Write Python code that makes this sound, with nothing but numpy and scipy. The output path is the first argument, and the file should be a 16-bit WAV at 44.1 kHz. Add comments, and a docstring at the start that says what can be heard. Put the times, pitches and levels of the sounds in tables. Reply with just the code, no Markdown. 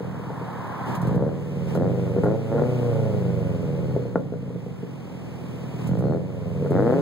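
"""A flat-four engine with a straight exhaust idles outdoors, is blipped four times, runs down popping and is blipped twice more.
Each firing sends a pulse and a puff of turbulence through a resonant pipe. Uneven header pipes make the firings
limp, which gives the burble; throttle and speed bring in a rasp of shock fronts, over a note of clean engine orders.
Pops and the loudest firings are dry knocks at the pipe's mouth. Shaped noise makes the air that rushes, hisses and
spits around the engine, with a faint whistle; sparse echoes make the yard. A close pair of microphones gives the stereo image."""
import sys
import numpy as np
from scipy import signal
from scipy.fft import rfft, irfft
from scipy.io import wavfile
from scipy.ndimage import uniform_filter1d

SR = 44100
rng = np.random.default_rng(int(sys.argv[2]) if len(sys.argv) > 2 else 0)


def digitize_waveform(pressure):
    """Quantize a signal to 16-bit integers and store it at the path in sys.argv[1].

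    Rows of a 2-D input are taken as channels; values are limited to [-1, 1].
    """
    field = np.atleast_2d(pressure).T
    bounded = np.clip(field, -1, 1)
    quanta = np.round(bounded * 32767).astype(np.int16)
    wavfile.write(sys.argv[1], SR, quanta)


N = 309141
TIME = np.arange(N) / SR

# The cylinders in firing order. Each row: lateness in seconds, level in dB at full limp
# (the boom takes it whole, bark and rasp scale it).
CYLINDERS = [(0.0001, 8.5), (0.0001, 12.5), (0.0003, 17), (0.0003, 4)]
# Overall slope of the exhaust sound. Each row: frequency in Hz, gain in dB.
PIPE_SLOPE = [(30.0, -56), (52.0, -47), (70.0, -13), (100.0, -7.5), (140.0, -0.84), (220.0, -6.5),
              (330.0, -5), (480.0, -11.5), (650.0, -14), (1000.0, -29), (1500.0, -35.5), (2000.0, -41),
              (2600.0, -72), (5000.0, -89)]
# Blips of the throttle. Each row: opening time in seconds, time from opening to release in seconds,
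# then boom, bark and rasp level in dB at full load (bark and rasp fall off at low engine speed).
BLIPS = [(1.017, 0.23, -31.5, -26, -29), (1.745, 0.1, -33, -32.5, -28), (2.228, 0.07, -32, -28, -30),
         (2.499, 0.12, -32, -31, -30.5), (5.845, 0.28, -28.5, -26, -30), (6.703, 0.24, -31, -36.5, -25)]
# cycle rates below which the shut-throttle engine is lumpy, and above which it is even
LUMPY_HZ, EVEN_HZ = 15.8, 18.6


def amp(db):
    """Decibels to gain."""
    return 10 ** (np.asarray(db) / 20)


def curve(rows, axis=1):
    """One column of a time table, sample by sample."""
    rows = np.array(rows)
    return np.interp(TIME, rows[:, 0], rows[:, axis])


def read(points, hz, axis=1):
    """One column of a spectrum on a log-frequency axis."""
    points = np.array(points)
    return np.interp(np.log(hz + 1), np.log(points[:, 0]), points[:, axis])


def steady(x, size=4400):
    """Holds the running rms near 1 and keeps the single beats."""
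    power = uniform_filter1d(uniform_filter1d(x ** 2, size), size)
    return x / np.sqrt(abs(power) + 1e-20)


def colour(x, db_of, size=8192):
    """Causal (minimum-phase) filter with the gain db_of(Hz)."""
    log_gain = np.log(amp(db_of(abs(np.fft.fftfreq(size, 1 / SR)))))
    ring = np.fft.ifft(np.exp(np.conj(signal.hilbert(log_gain)))).real[:size // 2]
    return signal.oaconvolve(x, ring)[:len(x)]


def band(x, hz, kind, order=4):
    """Butterworth filter."""
    return signal.sosfilt(signal.butter(order, hz, kind, fs=SR, output="sos"), x)


def add(mix, s, sound):
    """Mixes a sound in at time s."""
    part = mix[max(round(s * SR), 0):][:len(sound)]
    part += sound[:len(part)]


def bursts(rows):
    """Gain of soft-edged bursts given as (start s, length s, dB)."""
    gain = np.zeros(N)
    for s, length, db in rows:
        add(gain, s, amp(db) * signal.windows.tukey(int(length * SR), .5))
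    return gain


def blend(a, b, share):
    """Mixes two sounds, giving the first its share of the power."""
    share = np.clip(share, 0, 1)
    return np.sqrt(share) * a + np.sqrt(1 - share) * b


def hump(hz, centre, width, db):
    """Lift of one resonance in dB."""
    return db / (1 + (2 * (hz - centre) / width) ** 2)


def yard(x, size=16384):
    """Sparse echoes from the ground, the car and the trees, other ones for each side; treble dies sooner."""
    # Each row: frequency in Hz, time to fall by 60 dB in seconds.
    decay_times = [(100, 1), (500, 0.34), (1200, 0.15), (8000, 0.0053)]
    density = 2000  # reflections per second
    kept = (rng.choice([-1., 1.], (2, size)), rng.random((2, size)) < density / SR)
    taps = kept[0] * kept[1] * (TIME[:size] > .004)
    hz, t, spectrum = signal.stft(taps, SR, nperseg=256)
    fade = amp(-60 * t / read(decay_times, hz)[:, None])
    tail = signal.istft(spectrum * fade, SR)[1]
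    return signal.fftconvolve(x[None], tail / np.linalg.norm(tail[0]), axes=1)[:, :N]


def whistle(centre_hz=4245, waver_hz=28):
    """A thin tone in the air flow whose pitch wavers slightly with slow noise."""
    # Each row: start in seconds, length in seconds, rms level in dB.
    whistles = [(3.86, 0.27, -68), (6.01, 0.16, -65)]
    hz = centre_hz + waver_hz * steady(band(rng.standard_normal(N), 45, "low"))
    return np.sqrt(2) * bursts(whistles) * np.sin(2 * np.pi * np.cumsum(hz) / SR)


def hiss_of_air(speed, white, throb=0.11):
    """Hiss around the engine: coloured noise that throbs with the firings and swells in gulps."""
    # Each row: time in seconds, level in dB before the 5 dB lift below.
    hiss_level = [(0, -60), (.84, -58.5), (1.14, -66), (1.21, -61.5), (1.64, -56.5), (1.8, -58.5),
                  (2.02, -56), (2.38, -57.5), (2.75, -53.5), (3.4, -56.5), (3.96, -58), (4.26, -64),
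                  (5.8, -56), (6.21, -62), (7.01, -54)]
    # Each row: frequency in Hz, gain in dB.
    hiss_colour = [(30, -3.5), (200, 28), (600, 18), (1000, 15), (1600, 6.5), (2200, 7.5), (2900, 5),
                   (3900, -2), (6000, -5.5), (9500, -9.5), (12500, -16), (15700, -9.5)]
    # Gulps of intake air as the throttle moves.
    # Each row: start in seconds, length in seconds, level in dB before the same lift.
    gulps = [(.85, 0.14, -55.5), (1.005, 0.18, -61), (1.66, 0.13, -60.5), (5.78, 0.12, -64.5)]
    beat = 1 + throb * np.cos(2 * np.pi * len(CYLINDERS) * np.cumsum(speed) / SR)
    hiss = np.array([colour(w, lambda hz: read(hiss_colour, hz)) for w in white])
    level = (amp(curve(hiss_level)) + bursts(gulps)) * amp(5)
    return hiss * level * beat / band(hiss, 3000, "high").std()  # levelled by its treble


def spits_of_air(white, attack=0.00043, decay=0.015, size=4000):
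    """Spits as the throttle snaps open: bright noise with a sharp attack and a short decay (s)."""
    # Each row: start in seconds, level in dB before filtering and the 4 dB lift below.
    spit_times = [(0.9496, -40.5), (1.0151, -44.5), (1.0695, -46.5), (1.1508, -50), (1.748, -43.5),
                  (2.235, -49), (5.87, -42.5), (5.987, -48.5), (6.705, -48.5)]
    envelope = np.zeros(N)
    t = TIME[:size]
    for s, db in spit_times:
        add(envelope, s, amp(db) * np.exp(-t / decay) * (1 - np.exp(-t / attack)))
    return band(white, [2500, 13500], "band", order=2) * envelope * amp(4)


def rush_of_air(white, peak_s=0.93, peak_db=-37, rise=13.5, fall=42):
    """A broad rush swells up to the first blip and dies away; rise and fall are in dB a second."""
    # Each row: frequency in Hz, gain in dB.
    rush_colour = [(200, -33), (550, -13.5), (780, -5), (1000, -2.5), (1300, -11.5), (1750, -15),
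                   (2300, -25), (3200, -30.5), (6000, -46)]
    rush = np.array([steady(colour(w, lambda hz: read(rush_colour, hz))) for w in white])
    since = TIME - peak_s
    rush_db = peak_db + np.minimum(rise * since, -fall * since)
    # peak_db is the level of the part common to both sides; each side's own part is 1.98 times as strong
    return amp(rush_db) * (rush[2] + 1.98 * rush[:2])


def air(speed):
    """Hiss, spits and rush of turbulent air, with separate noise at each microphone."""
    white = rng.standard_normal((7, N))
    return hiss_of_air(speed, white[:2]) + spits_of_air(white[2:4]) + rush_of_air(white[4:])


def pipe_db(hz, ring=1):
    """Gain of the exhaust pipe: standing waves on a falling slope."""
    # Standing waves. Each row: frequency in Hz, width in Hz, lift in dB at full ring.
    pipe_modes = [(125.1, 73, 11), (176.9, 25, 9.5), (214, 14.7, 7), (279, 23, 5), (340, 39, -15),
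                  (404, 130, 6), (480.8, 27.3, 9.5), (551, 44, 8), (860, 36, 9.5), (1055, 62, 7.5),
                  (1426, 110, 16.5)]
    return read(PIPE_SLOPE, hz) + ring * sum(hump(hz, *mode) for mode in pipe_modes)


def pops(decay=0.006, turbulence=0.045, bounce=0.0044, bounce_db=-6, size=6000):
    """Each pop or loud firing is a dry knock at the pipe's mouth: a shock, its bounce and a short roar."""
    # Pops of unburnt fuel, and single loud firings that crack out under throttle.
    # Each row: start in seconds, peak in dB (played 6 dB lower),
    # treble crack in dB (15.5 dB is added to give the lift of the treble).
    pop_times = [(0.0056, -14.5, -26), (0.195, -23, -13), (0.3033, -20, 1), (0.4129, -18, -18),
                 (1.753, -11, 1.5), (2.164, -4.5, -21), (2.1749, -8.5, -15.5), (2.185, -7.5, -19),
                 (2.236, -3.5, -4.5), (2.258, -9.5, -1.5), (2.268, -11.5, 3), (2.546, -11.5, -18.5),
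                 (2.582, -12, 6), (2.616, -9, -13), (3.963, -5, -17.5), (3.9703, -13.5, -30),
                 (4.054, -17.5, -18), (4.157, -1.5, -2), (4.174, -18.5, -12), (4.3226, -13, -25),
                 (4.3375, -15.5, -11), (4.429, -23.5, -21), (4.469, -28, -25), (4.5027, -19, -31),
                 (4.5586, -19, -38), (4.6623, -18, -28), (4.8305, -16.5, -48), (6.622, -11, -38),
                 (6.649, -13.5, -9), (6.661, -14, -6), (6.678, -23, -31), (6.708, -6, -21), (6.786, -10, 3),
                 (6.862, -26.5, -6)]
    mouth = 466, 245, 8  # hollow knock of the pipe's mouth: Hz, width Hz, lift dB
    ring = 0.65  # share of the standing waves that a knock sets ringing
    out, t = np.zeros(N), TIME[:size]
    for s, db, crack_db in pop_times:
        roar = turbulence * np.exp(-t / decay) * rng.standard_normal(size)
        shock = (t == 0) + roar
        add(shock, bounce, amp([bounce_db]))
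        knock = colour(shock, lambda hz: pipe_db(hz, ring) + hump(hz, *mouth))
        knock = band(knock, 273, "high", order=2)
        pop = colour(knock, lambda hz: (crack_db + 15.5) / (1 + (700 / (hz + 1)) ** 4))
        pop = band(pop, 2100, "low", order=4)
        add(out, s, amp(db - 6.0) * pop / abs(pop).max())
    return out


def blip_envelopes(attack=0.022, release=0.047):
    """Load of each blip: attack, hold, release (s), as the exhaust answers the throttle."""
    rows = np.array(BLIPS)
    t, held = TIME - rows[:, :1], rows[:, 1:2]
    return np.clip(t / attack, 0, 1) * np.exp(-np.maximum(t - held, 0) / release)


def unevenness(speed, load, idle=.43, loaded=.27, coast=.14):
    """Roughness of combustion (0-1): lumpy at idle, firmer under load, least when coasting at speed."""
    shut = np.interp(speed, [LUMPY_HZ, EVEN_HZ], [idle, coast])
    return shut + (loaded - shut) * np.minimum(load, 1)


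def clean_share(speed, load, coast=.82, loaded=.5):
    """Clean-note share of the boom's power: even combustion melts the beats into a note as speed gathers."""
    shut = coast * np.interp(speed, [LUMPY_HZ, EVEN_HZ], [0, 1])
    opened = loaded * np.minimum(speed / EVEN_HZ, 1) ** 2
    return np.clip(shut * (1 - load) + load * opened, 0, 1)


def drone(speed, load, size=1024):
    """Clean engine orders through the pipe, phased around the first two firings in each cycle."""
    # The engine note before the pipe. Each row: multiple of the cycle rate,
    # relative level in dB when coasting, relative level in dB under load.
    orders = [(3, -3.2, -13.1), (4, 9.3, -0.6), (5, 2.1, -3.1), (7, 4.0, -2.4), (8, -0.5, 2.9),
              (9, -0.6, -3.4), (11, -0.0, -1.3), (12, -2.2, 3.9), (13, -1.8, 0.1), (15, 0.1, -0.3),
              (16, 0.5, 0.9), (17, -1.2, 2.9), (19, 4.3, 3.3), (20, -5.5, 0.1), (21, -1.6, 4.3),
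              (23, 4.8, 0.4), (24, -1.1, -2.5), (25, -0.5, 4.8), (27, 2.6, -0.2), (28, 0.2, -1.3),
              (29, -2.6, 2.7), (31, -1.3, -1.6), (32, -2.9, 1.3), (33, -2.9, 2.3)]
    turns = (np.cumsum(speed) / SR - 3 / 8) % 1  # zero lies midway between those two firings
    k, coast_db, load_db = np.array(orders).T
    cycle = np.linspace(0, 1, size)
    waves = np.sign(np.cos(np.pi * k / 4)) * np.cos(2 * np.pi * np.outer(cycle, k))
    coasting = np.interp(turns, cycle, waves @ amp(coast_db))
    loaded = np.interp(turns, cycle, waves @ amp(load_db))
    return colour((1 - load) * coasting + load * loaded, pipe_db)


def firings(speed, roughness):
    """Time, cylinder row and roughness of every exhaust stroke, four strokes to a cycle."""
    at = np.flatnonzero(np.diff(np.floor(np.cumsum(speed) * len(CYLINDERS) / SR)))
    cylinder = np.arange(len(at)) % len(CYLINDERS)
    return TIME[at], np.array(CYLINDERS)[cylinder], roughness[at]


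def puffs(times, sizes, rough, turbulence, decay):
    """A pressure pulse for each firing, trailed by a dying puff of turbulence."""
    train = np.zeros(N)
    train[np.clip(np.round(times * SR).astype(int), 0, N - 1)] = sizes
    trail = np.exp(-TIME[:4096] / decay)
    eddies = signal.oaconvolve(train, trail / np.linalg.norm(trail))[:N] * rng.standard_normal(N)
    return train + turbulence * rough * eddies


def exhaust(speed, limp_hz=24, boom_scatter_db=5, bark_scatter_db=6, rasp_scatter_db=8):
    """Firings ring the pipe: a round boom, a bark from the pulse front and a rasp under throttle."""
    # Exhaust with the throttle shut. Each row: time in seconds, boom level in dB, bark level in dB.
    overrun = [(0, -34, -43.5), (.75, -39, -45), (1.03, -28, -45), (1.45, -35, -40.5), (1.6, -28.5, -36.5),
               (2.05, -28.5, -30), (2.43, -32.5, -36.5), (2.85, -27, -26.5), (3.25, -26, -30.5),
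               (3.58, -29.5, -33.5), (3.94, -27.5, -32.5), (4.03, -34.5, -37), (4.45, -34, -48),
               (5.0, -41, -50), (5.75, -34.5, -48), (5.86, -31, -64), (6.3, -38, -38.5), (6.55, -28, -35.5),
               (7.01, -33.5, -23)]
    # Tilt of the shock fronts against the pipe's slope. Each row: frequency in Hz, gain in dB.
    shock_colour = [(80, -12), (250, -0.5), (450, -0.5), (800, 4.5), (1400, 10), (2000, 10)]
    bark_clean = .62  # the bark's clean share relative to the boom's
    even_out = 0.44  # share of the cylinders' imbalance that an open throttle evens out
    crack_hz = 29.4  # cycle rate from which the shock fronts are fully sharp
    steep_hz, steep_power = 21.3, 1.9  # blip bark and rasp grow with speed by this power up to steep_hz

    loads = blip_envelopes()
    load = np.minimum(loads.sum(0), 1)
    roughness = unevenness(speed, loads.sum(0))
    times, cylinder, rough = firings(speed, roughness)
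    delay, bank_db = cylinder.T
    # the limp grows with speed and lessens under load
    limp = np.minimum(speed / limp_hz, 1) ** 2 * (1 - even_out * load)
    bank_db = bank_db * np.interp(times, TIME, limp)
    late, strong, sharp = rng.standard_normal((1000, 3))[:len(times)].T * rough
    times = times + delay + .0004 * late

    # the long header turns its bass over
    sign = np.where(np.arange(len(times)) % len(CYLINDERS) < 2, 1, -1)
    boom_sizes = sign * amp(bank_db + boom_scatter_db * strong)
    bark_sizes = amp(1.1 * bank_db + bark_scatter_db * (strong + sharp) / 2)
    rasp_sizes = amp(0.39 * bank_db + rasp_scatter_db * sharp)
    boom = colour(puffs(times, boom_sizes, roughness, turbulence=.8, decay=.008), pipe_db)
    bark = colour(puffs(times, bark_sizes, roughness, turbulence=1.2, decay=.004), pipe_db)
    # under throttle the front is a shock that leaves the pipe at once, without ringing
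    shocks = puffs(times, rasp_sizes, roughness, turbulence=1., decay=.002)
    rasp = colour(shocks, lambda hz: read(PIPE_SLOPE, hz) + read(shock_colour, hz))
    crack = np.minimum(speed / crack_hz, 1) ** 2
    rasp = steady(crack * rasp + (1 - crack) * band(rasp, 590, "low", order=1))

    smooth = clean_share(speed, load)
    note = steady(drone(speed, load))
    boom = blend(note, steady(boom), smooth)
    boom = steady(band(boom, 306, "low", order=8))
    bark = blend(note, steady(bark), bark_clean * smooth)
    bark = band(bark, 289, "high", order=4)
    bark = steady(band(bark, 770, "low", order=1))

    # a blip booms at once; its bark and rasp grow as the engine picks up
    boom_gain, bark_gain, rasp_gain = amp(np.array(BLIPS)[:, -3:]).T @ loads
    steep = np.minimum(speed / steep_hz, 1) ** steep_power
    boom_gain = amp(curve(overrun)) + boom_gain
    bark_gain = amp(curve(overrun, axis=2)) + steep * bark_gain
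    return boom_gain * boom + bark_gain * bark + steep * rasp_gain * rasp


def place(tailpipe):
    """Sets the tailpipe between the microphones by level and phase at each pitch, keeping its mid level."""
    # Each row: frequency in Hz, left over right in dB, lead of the left in radians.
    leans = [(59.6, -16, -3.2), (114, -3.2, -1.58), (196, -3.5, 0.63), (277, 5.5, -0.23), (420, 3.5, -0.23),
             (600, 2.5, .8), (1000, 3, 0.54), (1400, 5, 0.28), (2000, 30, 1)]
    hz = np.fft.rfftfreq(N, 1 / SR)
    lean = amp(read(leans, hz) / 2) * np.exp(.5j * read(leans, hz, axis=2))  # half to each side
    sides = np.array([lean, 1 / lean]) / abs((lean + 1 / lean) / 2)
    return irfft(rfft(tailpipe) * sides, N)


def scene():
    """The tailpipe placed between the microphones, its echoes and the air noise."""
    # Engine speed. Each row: time in seconds, four-stroke cycles a second in Hz (four firings each).
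    speed_course = [(0.0, 10.63), (0.6, 8.93), (1.01, 9.2), (1.1, 13.4), (1.2, 16.6), (1.3, 20.0),
                    (1.41, 21.3), (1.6, 19.6), (1.74, 19.3), (1.8, 21.1), (1.9, 25.0), (1.95, 25.6),
                    (2.1, 24.1), (2.22, 23.1), (2.3, 27.0), (2.36, 28.6), (2.5, 27.7), (2.6, 29.7),
                    (2.69, 31.8), (2.8, 30.7), (3.3, 24.7), (3.9, 18.2), (4.3, 15.0), (5.0, 10.7),
                    (5.85, 9.6), (6.0, 14.6), (6.15, 20.9), (6.28, 23.8), (6.4, 22.4), (6.6, 20.6),
                    (6.7, 20.6), (6.8, 25.3), (6.9, 31.4), (6.95, 34.4), (7.01, 36.5)]
    speed = curve(speed_course)
    tailpipe = -(exhaust(speed) + pops())
    direct = place(tailpipe)
    echoes = yard(band(tailpipe, 187, "high", order=1))  # long waves pass the trees unscattered
    return direct + amp(-15) * echoes + air(speed) + whistle()


def record(dry, notch_hz=2756, edge_hz=15780, leak=0.017):
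    """Subtracting the delayed microphones combs the middle and the sides in turn; then the band limit."""
    hz = np.fft.rfftfreq(N, 1 / SR)
    turn = np.pi * hz / notch_hz
    # the leak keeps the notches from reaching silence; the middle is left whole below half the notch
    mid_comb = np.where(hz > notch_hz / 2, np.hypot(np.sin(turn), leak), 1)
    side_comb = np.hypot(np.cos(turn), leak)
    mid = rfft(dry[0] + dry[1]) / 2 * mid_comb
    side = rfft(dry[0] - dry[1]) / 2 * side_comb
    pair = irfft(np.array([mid + side, mid - side]), N)
    low_pass = signal.firwin(1023, edge_hz, window=("kaiser", 9), fs=SR)
    return signal.oaconvolve(pair, low_pass[None], "same")


dry = scene()
out = record(dry)
digitize_waveform(out)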